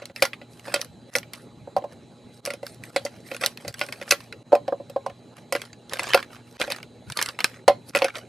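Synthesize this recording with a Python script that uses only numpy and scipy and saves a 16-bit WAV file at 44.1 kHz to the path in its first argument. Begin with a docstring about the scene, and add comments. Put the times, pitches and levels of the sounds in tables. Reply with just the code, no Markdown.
"""Restocking a fridge

Hard plastic bins knock on a ringing shelf; food pouches and stiff packs land in them or snap against them.
Struck parts are decaying sines plus noise puffs; foil snaps are short clusters of sines with a noisy crack.
Rustle is shaped rubbing noise and tiny folds; the fridge hums and whines faintly in steady air noise.
Rustle, soft bumps and fridge briefly drop out and swell back together, while the hits stay whole."""
import sys
import numpy as np
from scipy import signal
from scipy.fft import rfft, irfft, next_fast_len
from scipy.io import wavfile
from scipy.ndimage import uniform_filter1d

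SR = 44100
rng = np.random.default_rng(int(sys.argv[2]) if len(sys.argv) > 2 else 0)


def int16_out(signal):
    """Quantize to a 16-bit WAV file."""
    q = np.round(np.clip(np.atleast_2d(signal).T, -1, 1) * 32767)
    wavfile.write(sys.argv[1], SR, q.astype(np.int16))


N = 365148
T = np.arange(SR // 4) / SR  # seconds within one hit

# All source levels are settings ahead of the mix trims in the functions.
# Fridge air noise colour: pitch_hz, level_db (relative)
AIR_COLOUR = [(25, -40.5), (50, -16.5), (80, -7.5), (120, 0.5), (170, 0), (350, -3.5), (550, -6.5),
              (1000, -19), (1600, -24), (4200, -26), (5500, -34.5), (7500, -31.5), (12000, -40.5),
              (14000, -53.5), (16500, -68)]
# Motor hum and electronic whine: pitch_hz, level_db (average rms, before the dips)
FRIDGE_TONES = [(118.6, -57), (239, -58.5), (829, -67), (3908, -69.5), (4027, -69.5), (4145, -75.5),
                (4624, -84.5), (6282, -85.5), (6638, -78.5), (7989, -84), (11230, -92.5)]
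# Brief drops of the background: start_s, depth_db
BACKGROUND_DIPS = [(.12, -20), (0.651, -3), (1.103, -20), (2.405, -19), (2.905, -10), (3.713, -19),
                   (4.43, -16), (5.343, -9.5), (6.571, -32), (7.128, -30), (7.646, -9), (7.91, -20)]
# Soft, low bumps of the hand: start_s, level_db (loudest moment, before the dips)
HAND_BUMPS = [(1.604, -48), (3.658, -41), (4.351, -48), (7.068, -39)]
# Dull thud colour: pitch_hz, level_db (relative)
THUD_COLOUR = [(30, -29), (80, -2.0), (140, 2), (300, -26), (1000, -81.0)]
# A wrapper rubs in the hand or on its neighbours: start_s, length_s, scrape_level_db, hiss_level_db
WRAPPER_RUBS = [(0, 0.03, -47.5, -73), (0.168, 0.065, -52, -48.5), (.52, 0.085, -59, -55.5),
                (0.658, 0.16, -44, -45.5), (1.118, 0.048, -47, -49), (1.345, 0.084, -54.5, -54),
                (1.921, .015, -55.5, -61), (2.34, .05, -62, -59.5), (2.465, .05, -45, -49),
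                (2.658, 0.087, -55, -49.5), (2.841, 0.2, -53, -52.5), (3.017, 0.25, -58, -59.5),
                (3.268, 0.082, -50, -48), (3.426, .045, -37.5, -37.5), (3.613, 0.12, -52, -53),
                (3.784, .11, -49, -45.5), (3.93, .11, -49.5, -53.5), (4.089, 0.024, -47, -42.5),
                (4.19, .08, -58.5, -56.5), (5.366, 0.027, -47.5, -56.5), (5.551, .11, -47, -51),
                (5.923, 0.11, -40, -49), (6.033, 0.17, -33.5, -44), (6.322, .05, -47.5, -54.5),
                (6.475, 0.059, -64, -57), (6.599, 0.028, -27, -38.5), (6.654, 0.13, -42, -51.5),
                (7.085, .04, -54, -55.5), (7.159, .14, -40, -42), (7.407, 0.16, -49, -54),
                (7.886, 0.0083, -53, -46.5), (7.968, .025, -28, -41), (8.041, 0.045, -38.5, -51),
                (8.161, .03, -42, -47.5)]
# Rubbing colours, lower scrape and upper hiss: pitch_hz, level_db (relative)
SCRAPE_COLOUR = [(60, -60.5), (250, -24.5), (550, 5.5), (900, -3.5), (1400, 0), (2200, -1.5), (4000, -12.5),
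                 (6000, -13.5), (12000, -43.5)]
HISS_COLOUR = [(200, -50.5), (1500, -35.5), (4500, 0.5), (6800, -9), (8200, -0.5), (11800, -4.5),
               (13500, -2), (16500, -22.5)]
# Foil and thin plastic buckle loudly: start_s, body_level_db, crack_level_db, pitch_hz (typical)
FOIL_SNAPS = [(0.055, -40, -31, 3350), (0.161, -29, -32.5, 2270), (0.332, -24.5, -60, 2470),
              (0.595, -41, -45, 2580), (0.814, -26.5, -23, 3740), (0.846, -42, -36.5, 1800),
              (1.184, -28, -24.5, 3720), (1.23, -35.5, -53, 1980), (1.334, -31.5, -31, 3590),
              (2.452, -34, -25, 2400), (2.46, -27.5, -25, 2660), (2.666, -33.5, -30, 1370),
              (2.837, -33, -38.5, 2460), (3.365, -29, -34, 2370), (3.461, -18.5, -11.5, 4600),
              (3.573, -32, -38.5, 2570), (3.741, -30, -38, 3980), (3.793, -33.5, -31.5, 2800),
              (3.924, -26, -30.5, 2900), (4.025, -31.5, -44, 2360), (4.078, -32.5, -55, 1700),
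              (4.204, -36.5, -41.5, 1810), (4.325, -28, -41.5, 2200), (5.562, -26, -33, 2140),
              (5.617, -28, -32.5, 2650), (5.73, -37.5, -52.5, 4530), (5.895, -36, -40, 4320),
              (5.934, -22.5, -24.5, 1960), (6.033, -36, -29.5, 1780), (6.134, -9.5, -28.5, 2260),
              (6.174, -17, -48, 1480), (6.227, -27.5, -40.5, 1740), (6.614, -15.5, -26, 2630),
              (6.714, -24, -36, 3210), (6.72, -19, -25, 3180), (6.762, -35, -36.5, 1560),
              (6.829, -32.5, -38, 2190), (7.1, -29.5, -32.5, 1310), (7.121, -30.5, -30, 3700),
              (7.172, -22.5, -20.5, 4140), (7.189, -16.5, -33, 2590), (7.214, -18, -23, 1460),
              (7.225, -19.5, -16.5, 2120), (7.26, -26.5, -26, 3070), (7.287, -25, -24, 3080),
              (7.389, -20.5, -35, 1690), (7.404, -17.5, -27, 2190), (7.443, -9, -13, 2725),
              (7.976, -24, -28.5, 1560), (8.154, -26.5, -37, 2740)]
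# A pouch or pack lands in a bin, or, where the thump is faint, a wrapper snaps against it:
# start_s, thump_level_db, clack_level_db, crack_level_db
PACK_CONTACTS = [(0.019, -36, -41.5, -59), (0.097, -42.5, -47.5, -67.5), (0.222, -14, -10.5, -15),
                 (0.233, -47.5, -23, -31), (0.251, -51, -21.5, -26), (0.414, -42, -40.5, -64.5),
                 (0.679, -33, -35, -58), (0.74, -22.5, -15.5, -18), (0.759, -28, -23.5, -39.5),
                 (0.793, -35, -38, -52), (1.152, -24, -14.5, -23.5), (1.16, -24, -33, -21.5),
                 (2.473, -26.5, -30, -41.5), (2.503, -31.5, -26, -34.5), (2.535, -33, -33.5, -35.5),
                 (2.629, -28, -41.5, -48), (2.961, -17.5, -16, -24.5), (3.05, -24, -42.5, -27.5),
                 (3.062, -58, -28.5, -47), (3.314, -28, -27.5, -40), (3.345, -36, -31.5, -39),
                 (3.411, -33.5, -29, -31), (3.436, -27, -17, -32), (3.647, -35, -39, -51),
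                 (3.678, -34, -31.5, -28.5), (3.812, -29, -16, -36), (3.835, -37.5, -35, -41),
                 (3.886, -44.5, -33, -45), (4.013, -33.5, -32.5, -44), (4.108, -36, -11, -10),
                 (4.12, -21, -12, -20), (5.523, -21.5, -19, -23), (5.55, -21.5, -22, -31.5),
                 (5.993, -31, -17.5, -28), (6.144, -9, -10, -19.5), (6.598, -29, -34.5, -33),
                 (6.677, -31, -35.5, -52), (6.701, -31.5, -28.5, -32), (7.949, -18.5, -14.5, -28),
                 (7.958, -21, -21, -26.5), (8.019, -14.5, -16.5, -39), (8.043, -16.5, -18, -26)]
# A bin bumps on the shelf: start_s, thump_level_db, clack_level_db, crack_level_db,
# hardness_db_per_octave
BIN_KNOCKS = [(1.673, -30.5, -68, -78, -5.5), (1.7645, -12, -33.5, -39.5, 16), (1.782, -31, -52, -48, 7),
              (1.821, -35, -50, -67, -16), (1.84, -25, -50, -53.5, 9.5), (4.52, -17.5, -34.5, -56, 1),
              (4.527, -4.5, -35, -46, 2), (4.551, -15.5, -27, -34.5, 8), (4.679, -17.5, -36, -45, 5.5),
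              (4.723, -16, -50, -65.5, -1.5), (4.8, -30.5, -68, -82, -6), (4.897, -35, -46, -41, -9),
              (4.961, -15, -44, -75, 5), (5.062, -21, -38.5, -41.5, 15), (5.097, -38, -43.5, -54.5, 3),
              (7.679, -3.5, -14.5, -21, 7), (7.696, -13, -32, -40, 2.5)]
# Resonances of the shelf with a bin on it: pitch_hz, level_db (relative), t60_s
SHELF_MODES = [(241.4, -33, 0.19), (313, -11.5, 0.04), (362, -16.5, 0.071), (488.8, -4.5, 0.071),
               (559, 5, 0.077), (630, -0.5, 0.02), (696.5, -5.5, 0.073), (769, -6.5, 0.069),
               (897, -11.5, 0.032), (1043, -20.5, 0.11), (1518, -30.5, 0.023)]
# Resonances of the bin walls: pitch_hz, level_db (relative), t60_s
BIN_MODES = [(1136, -6.5, .035), (1404, -2, 0.079), (1470, -2, 0.026), (1773, -11.5, 0.024),
             (1992, 3, 0.045), (2215, 5, 0.023), (2500, 5.5, 0.029), (2676, 4.5, 0.028), (3420, -18.5, .04),
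             (4400, -8, .035), (5250, -18, 0.059)]
# Contact colours, clack, bright crack and bin chatter on the shelf: pitch_hz, level_db (relative)
CLACK_COLOUR = [(60, -64.5), (200, -11.5), (600, -7.5), (1200, -3.5), (2200, 0), (3200, -4.5), (4500, -6.5),
                (6500, -23), (12000, -27.5)]
CRACK_COLOUR = [(100, -59), (500, -34), (2500, -19), (4800, 0), (7000, -8), (10500, -7.5), (12500, -8.5),
                (14000, -8.5), (16500, -38)]
CHATTER_COLOUR = [(150, -24), (400, -11.5), (550, -1), (1050, -5.5), (1300, -22), (1550, -16.5),
                  (2500, -48)]
# Level difference of the microphone ports: pitch_hz, left_minus_right_db
PORT_BALANCE = [(100, 0), (700, -0.9), (1290, -4.5), (2380, 0), (4400, -2.1), (8100, -2), (15000, 0.5)]
# Phase difference of the microphone ports: pitch_hz, left_lead_rad
PORT_LEAD = [(700, 0), (1100, -.3), (1500, -.1), (2500, -.1), (3600, 0), (6200, .6), (8500, -.2),
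             (10500, .2), (11600, .9), (12600, 2.6), (14000, 3.1)]

RUB_RISE_DB_PER_S, RUB_FALL_DB_PER_S = 618, 329  # a rub starts quickly and settles more slowly
RUB_SAG_DB = 5  # it eases off between its start and its end
RUB_TOP_HZ = 13300  # the hiss has little above this
# Small snaps: levels over the scrape and hiss of their rub, and random spread of level
CRACKLE_BODY_DB, CRACKLE_CRACK_DB, CRACKLE_SCATTER_DB = 2, 7, 2.5
CRACKLE_HZ, CRACKLE_SPREAD = 2217, .3  # their usual pitch and its log spread
# dB per octave at a thump setting of 0 dB; softer contacts are duller
CONTACT_HARDNESS, HARDER_PER_DB = 8.6, 0.63
TOP_HZ = 16600  # upper edge of the band


def amp(db):
    """Turn decibels into gain."""
    return 10 ** (np.asarray(db) / 20)


def unit(x):
    """Scale to rms 1."""
    return x / np.sqrt(np.mean(x ** 2) + 1e-20)


def burst(x, size=96):
    """Scale a hit so that its loudest stretch of size samples has rms 1."""
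    power = np.atleast_2d(x ** 2).mean(0)
    loudest = uniform_filter1d(power, size, mode="constant").max()
    return x / np.sqrt(loudest + 1e-20)


def along(points, hz):
    """Read a curve of (Hz, value) points on a log frequency axis."""
    point_hz, value = np.transpose(points)
    return np.interp(np.log(hz + 1), np.log(point_hz + 1), value)


def filtered(x, response):
    """Shape a sound with a gain that depends on frequency."""
    n = x.shape[-1]
    size = next_fast_len(n + 2048)
    spectrum = rfft(x, size) * response(np.fft.rfftfreq(size, 1 / SR))
    return irfft(spectrum, size)[..., :n]


def noise(colour, n, ripple_db=0, apart=0.39):
    """Coloured stereo noise of rms 1, nearly alike left and right, with optional random resonances."""
    white = rng.standard_normal(n) + apart * rng.standard_normal((2, n))
    knots_hz = np.geomspace(200, 16000, 60)
    ripple = ripple_db * rng.standard_normal(len(knots_hz))
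    return unit(filtered(white, lambda hz: amp(along(colour, hz) + np.interp(hz, knots_hz, ripple))))


def wobble(rate):
    """A random curve of straight segments, with rate knots a second."""
    return np.interp(np.arange(N) * rate / SR, np.arange(N // 8), rng.standard_normal(N // 8))


def fade(t60):
    """A decay of 60 dB in t60 seconds."""
    return np.exp(-np.log(1000) * T / t60)


def press(rise):
    """A contact builds up over about rise seconds."""
    return 1 - np.exp(-(T / rise) ** 2)


def add(track, start_s, hit):
    """Mix a hit into a track, cut off at the track's end."""
    part = track[..., max(0, round(start_s * SR)):][..., :hit.shape[-1]]
    part += hit[..., :part.shape[-1]]


def flex(x, depth_db):
    """Let patches of the spectrum swell and sink at random, as when a bending wrapper shifts its resonances."""
    spectrum = signal.stft(x, nperseg=512)[2]
    field = rng.standard_normal(spectrum.shape[1:])
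    field = uniform_filter1d(field, size=4, axis=0)  # smooth over frequency
    field = uniform_filter1d(field, size=6, axis=1)  # smooth over time
    return unit(signal.istft(spectrum * amp(depth_db * unit(field)), nperseg=512)[1][:, :N])


def dips():
    """Gain of the background: sudden drops, each with a quick swell back."""
    db = np.zeros(N)
    for start_s, depth_db in BACKGROUND_DIPS:
        add(db, start_s, depth_db * np.clip(1 - T / 0.041, 0, 1))
    return amp(db)


def fridge():
    """Fan noise with the motor's hum and a thin, slightly unsteady whine."""
    t = np.arange(N) / SR
    tones = np.zeros(N)
    for pitch_hz, level_db in FRIDGE_TONES:
        level = amp(level_db + 1.1 * wobble(5.6)) * np.sqrt(2)  # sine peak from rms
        tones += level * np.sin(2 * np.pi * pitch_hz * t + .5 * wobble(7))
    air_level = amp(-50.0 + .5 * wobble(10))
    return air_level * flex(noise(AIR_COLOUR, N, apart=0.3), depth_db=3.16) + tones


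def bumps():
    """Soft hand bumps: low noise with a slow onset and no ring."""
    track = np.zeros((2, N))
    for start_s, level_db in HAND_BUMPS:
        thud = noise(THUD_COLOUR, len(T)) * press(0.02) * fade(0.15)
        add(track, start_s, amp(level_db) * burst(thud, size=800))
    return track


def creases(colour, rate, spread_db):
    """Many tiny folds: noise clicks of unequal size, rate a second, each with a short wash of reflections."""
    size = amp(spread_db * np.minimum(rng.standard_exponential(N), 2))
    clicks = (rng.random(N) < rate / SR) * size
    decay = fade(0.018) ** 2 + amp(-11.0) ** 2 * fade(0.045) ** 2  # power of click and wash
    power = signal.fftconvolve(clicks ** 2, decay)[:N]
    return unit(noise(colour, N) * np.sqrt(np.abs(power)))


def stroke(length):
    """Gain of one rub: it rises in the len(T) samples before its start, sags while it lasts and dies away."""
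    t = np.arange(-len(T), SR // 2) / SR
    sag_db = RUB_SAG_DB * (.5 - np.clip(t / length, 0, 1))
    rise_db = RUB_RISE_DB_PER_S * np.minimum(t, 0)
    fall_db = RUB_FALL_DB_PER_S * np.maximum(t - length, 0)
    return amp(sag_db + rise_db - fall_db)


def rustle():
    """Moving wrappers crinkle on top of a smooth rubbing noise; one stroke drives both scrape and hiss."""
    power = np.zeros((2, len(T) + N))  # room ahead for the rise of the first rub
    for start_s, length_s, scrape_db, hiss_db in WRAPPER_RUBS:
        add(power, start_s, np.outer(amp([scrape_db, hiss_db]), stroke(length_s)) ** 2)
    scrape_gain, hiss_gain = np.sqrt(power[:, len(T):])
    scrape = creases(SCRAPE_COLOUR, rate=280, spread_db=9.5) + 0.45 * noise(SCRAPE_COLOUR, N)
    hiss = 0.51 * creases(HISS_COLOUR, rate=200, spread_db=15.0) + 0.96 * noise(HISS_COLOUR, N)
    scrape = flex(scrape, depth_db=5.0)
    hiss = flex(hiss, depth_db=4.5)
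    hiss = filtered(hiss, lambda hz: 1 / np.hypot(1, (hz / RUB_TOP_HZ) ** 20))
    return scrape * scrape_gain + 0.53 * hiss * hiss_gain


def puff(colour, t60, tail_db, tail_t60, rise=0.0006):
    """A noisy contact with its reflections inside the fridge."""
    direct = noise(colour, len(T), ripple_db=6.0) * fade(t60) * press(rise)
    echoes = noise(colour, len(T), ripple_db=6) * fade(tail_t60) * press(0.0039)
    return burst(direct + amp(tail_db) * echoes)


def dimple(pitch_hz, spread, t60, count=5):
    """A patch of stiff film flips over and rings briefly at its own few pitches."""
    hz = np.minimum(pitch_hz * np.exp(spread * rng.standard_normal(count)), SR / 3)
    cycles = np.outer(hz, T) + rng.random((count, 1))
    return burst(np.sin(2 * np.pi * cycles).sum(0) * fade(t60) * press(0.0011))


def snap(body_db, crack_db, pitch_hz):
    """One sharp, weightless click of a wrapper: ringing film and a noisy contact under a bright crack."""
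    film = dimple(pitch_hz, spread=.25, t60=0.017)
    contact = puff(CLACK_COLOUR, t60=0.02, tail_db=-8.0, tail_t60=0.07)
    body = 0.6 * film + 0.45 * contact
    crack = 0.9 * puff(CRACK_COLOUR, t60=0.011, tail_db=-21.5, tail_t60=0.073)
    return amp(body_db) * body + amp(crack_db) * crack


def crackles(count=2):
    """Every rub sets off a few small snaps at chance moments, louder when it is firmer."""
    track = np.zeros((2, N))
    for start_s, length_s, scrape_db, hiss_db in WRAPPER_RUBS:
        for place, (size, pitch) in zip(rng.random(count), rng.standard_normal((count, 2))):
            scatter_db = CRACKLE_SCATTER_DB * size
            body_db = scrape_db + CRACKLE_BODY_DB + scatter_db
            crack_db = hiss_db + CRACKLE_CRACK_DB + scatter_db
            click = snap(body_db, crack_db, CRACKLE_HZ * np.exp(CRACKLE_SPREAD * pitch))
            add(track, start_s + place * length_s, click)
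    return track


def snaps():
    """The wrappers buckle as they are gripped, pushed in and let go."""
    track = np.zeros((2, N))
    for start_s, body_db, crack_db, pitch_hz in FOIL_SNAPS:
        add(track, start_s, snap(body_db, crack_db, pitch_hz))
    return track


def ring(modes, scatter_db, detune, tilt_db):
    """Modes of alternating sign; each blow has new random strengths and slightly different mode pitches."""
    hz, db, t60 = np.transpose(modes)
    strength, shift = rng.standard_normal((2, len(hz)))
    level_db = db + scatter_db * strength + tilt_db * np.log2(hz / hz.mean())
    gain = amp(level_db) * (-1) ** np.arange(len(hz))
    waves = np.sin(2 * np.pi * np.outer(hz * (1 + detune * shift), T))
    return burst(gain @ (waves * fade(t60[:, None])) * press(0.0015))


def thump(hardness, rattle_db):
    """The shelf rings, with more of its upper modes under a harder contact, and the bin chatters on it."""
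    modes = ring(SHELF_MODES, scatter_db=2.0, detune=0.018, tilt_db=max(hardness, -6))
    chatter = puff(CHATTER_COLOUR, t60=0.039, tail_db=-13.5, tail_t60=0.1, rise=0.00086)
    return burst(modes + amp(rattle_db + hardness / 2) * chatter)


def pack_contacts():
    """A pack thumps the shelf through the bin, or a wrapper snaps on it faintly; walls clack, wrapper cracks."""
    track = np.zeros((2, N))
    for start_s, thump_db, clack_db, crack_db in PACK_CONTACTS:
        hardness = CONTACT_HARDNESS + HARDER_PER_DB * thump_db
        walls = ring(BIN_MODES, scatter_db=3.5, detune=0.017, tilt_db=-0.5)
        contact = puff(CLACK_COLOUR, t60=0.015, tail_db=-13.5, tail_t60=0.095, rise=0.0014)
        clack = 0.77 * walls + 0.53 * contact
        crack = puff(CRACK_COLOUR, t60=0.018, tail_db=-17.0, tail_t60=0.078, rise=0.0022)
        hit = amp(thump_db + 2.0) * thump(hardness, rattle_db=-8)
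        add(track, start_s, hit + amp(clack_db) * clack + amp(crack_db) * crack)
    return track


def knocks():
    """The rigid bin sets the whole shelf ringing, and its walls and contact noise add clack and crack."""
    track = np.zeros((2, N))
    for start_s, thump_db, clack_db, crack_db, hardness in BIN_KNOCKS:
        walls = ring(BIN_MODES, scatter_db=10.0, detune=0.016, tilt_db=18.0)
        contact = puff(CLACK_COLOUR, t60=0.039, tail_db=-13.5, tail_t60=0.14)
        clack = 0.2 * walls + 1.45 * contact
        crack = puff(CRACK_COLOUR, t60=0.018, tail_db=-17.0, tail_t60=0.068, rise=0.0017)
        hit = amp(thump_db) * thump(hardness, rattle_db=-10.5)
        add(track, start_s, hit + amp(clack_db - 4.5) * clack + amp(crack_db - 2.0) * crack)
    return track


def kitchen(x, t60, wet_db):
    """A faint diffuse answer from the room, unrelated in the two channels."""
    tail = rng.standard_normal((2, len(T))) * fade(t60) * (1 - fade(.05))
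    wet = signal.fftconvolve(x, tail / np.linalg.norm(tail[0]), axes=1)[:, :N]
    return x + amp(wet_db) * wet


def scene():
    """Bins, packs and snapping wrappers in the kitchen, over the dipping rustle, bumps and fridge."""
    background = dips() * (fridge() + bumps() + rustle())
    hits = crackles() + snaps() + pack_contacts() + knocks()
    return background + kitchen(hits, t60=0.24, wet_db=-25.5)


def record(dry):
    """Two microphone ports differ in level and phase; peaks over full scale clip, then both band ends are cut."""
    sides = np.array([[.5], [-.5]])  # left and right each take half the difference

    def port_response(hz):
        """Level and phase of each port."""
        return amp(sides * along(PORT_BALANCE, hz)) * np.exp(1j * sides * along(PORT_LEAD, hz))

    clipped = np.clip(filtered(dry, port_response), -1, 1)
    low_cut = signal.butter(2, 45, "highpass", fs=SR, output="sos")
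    return filtered(signal.sosfilt(low_cut, clipped), lambda hz: hz < TOP_HZ)


dry = scene()
out = record(dry)
int16_out(out)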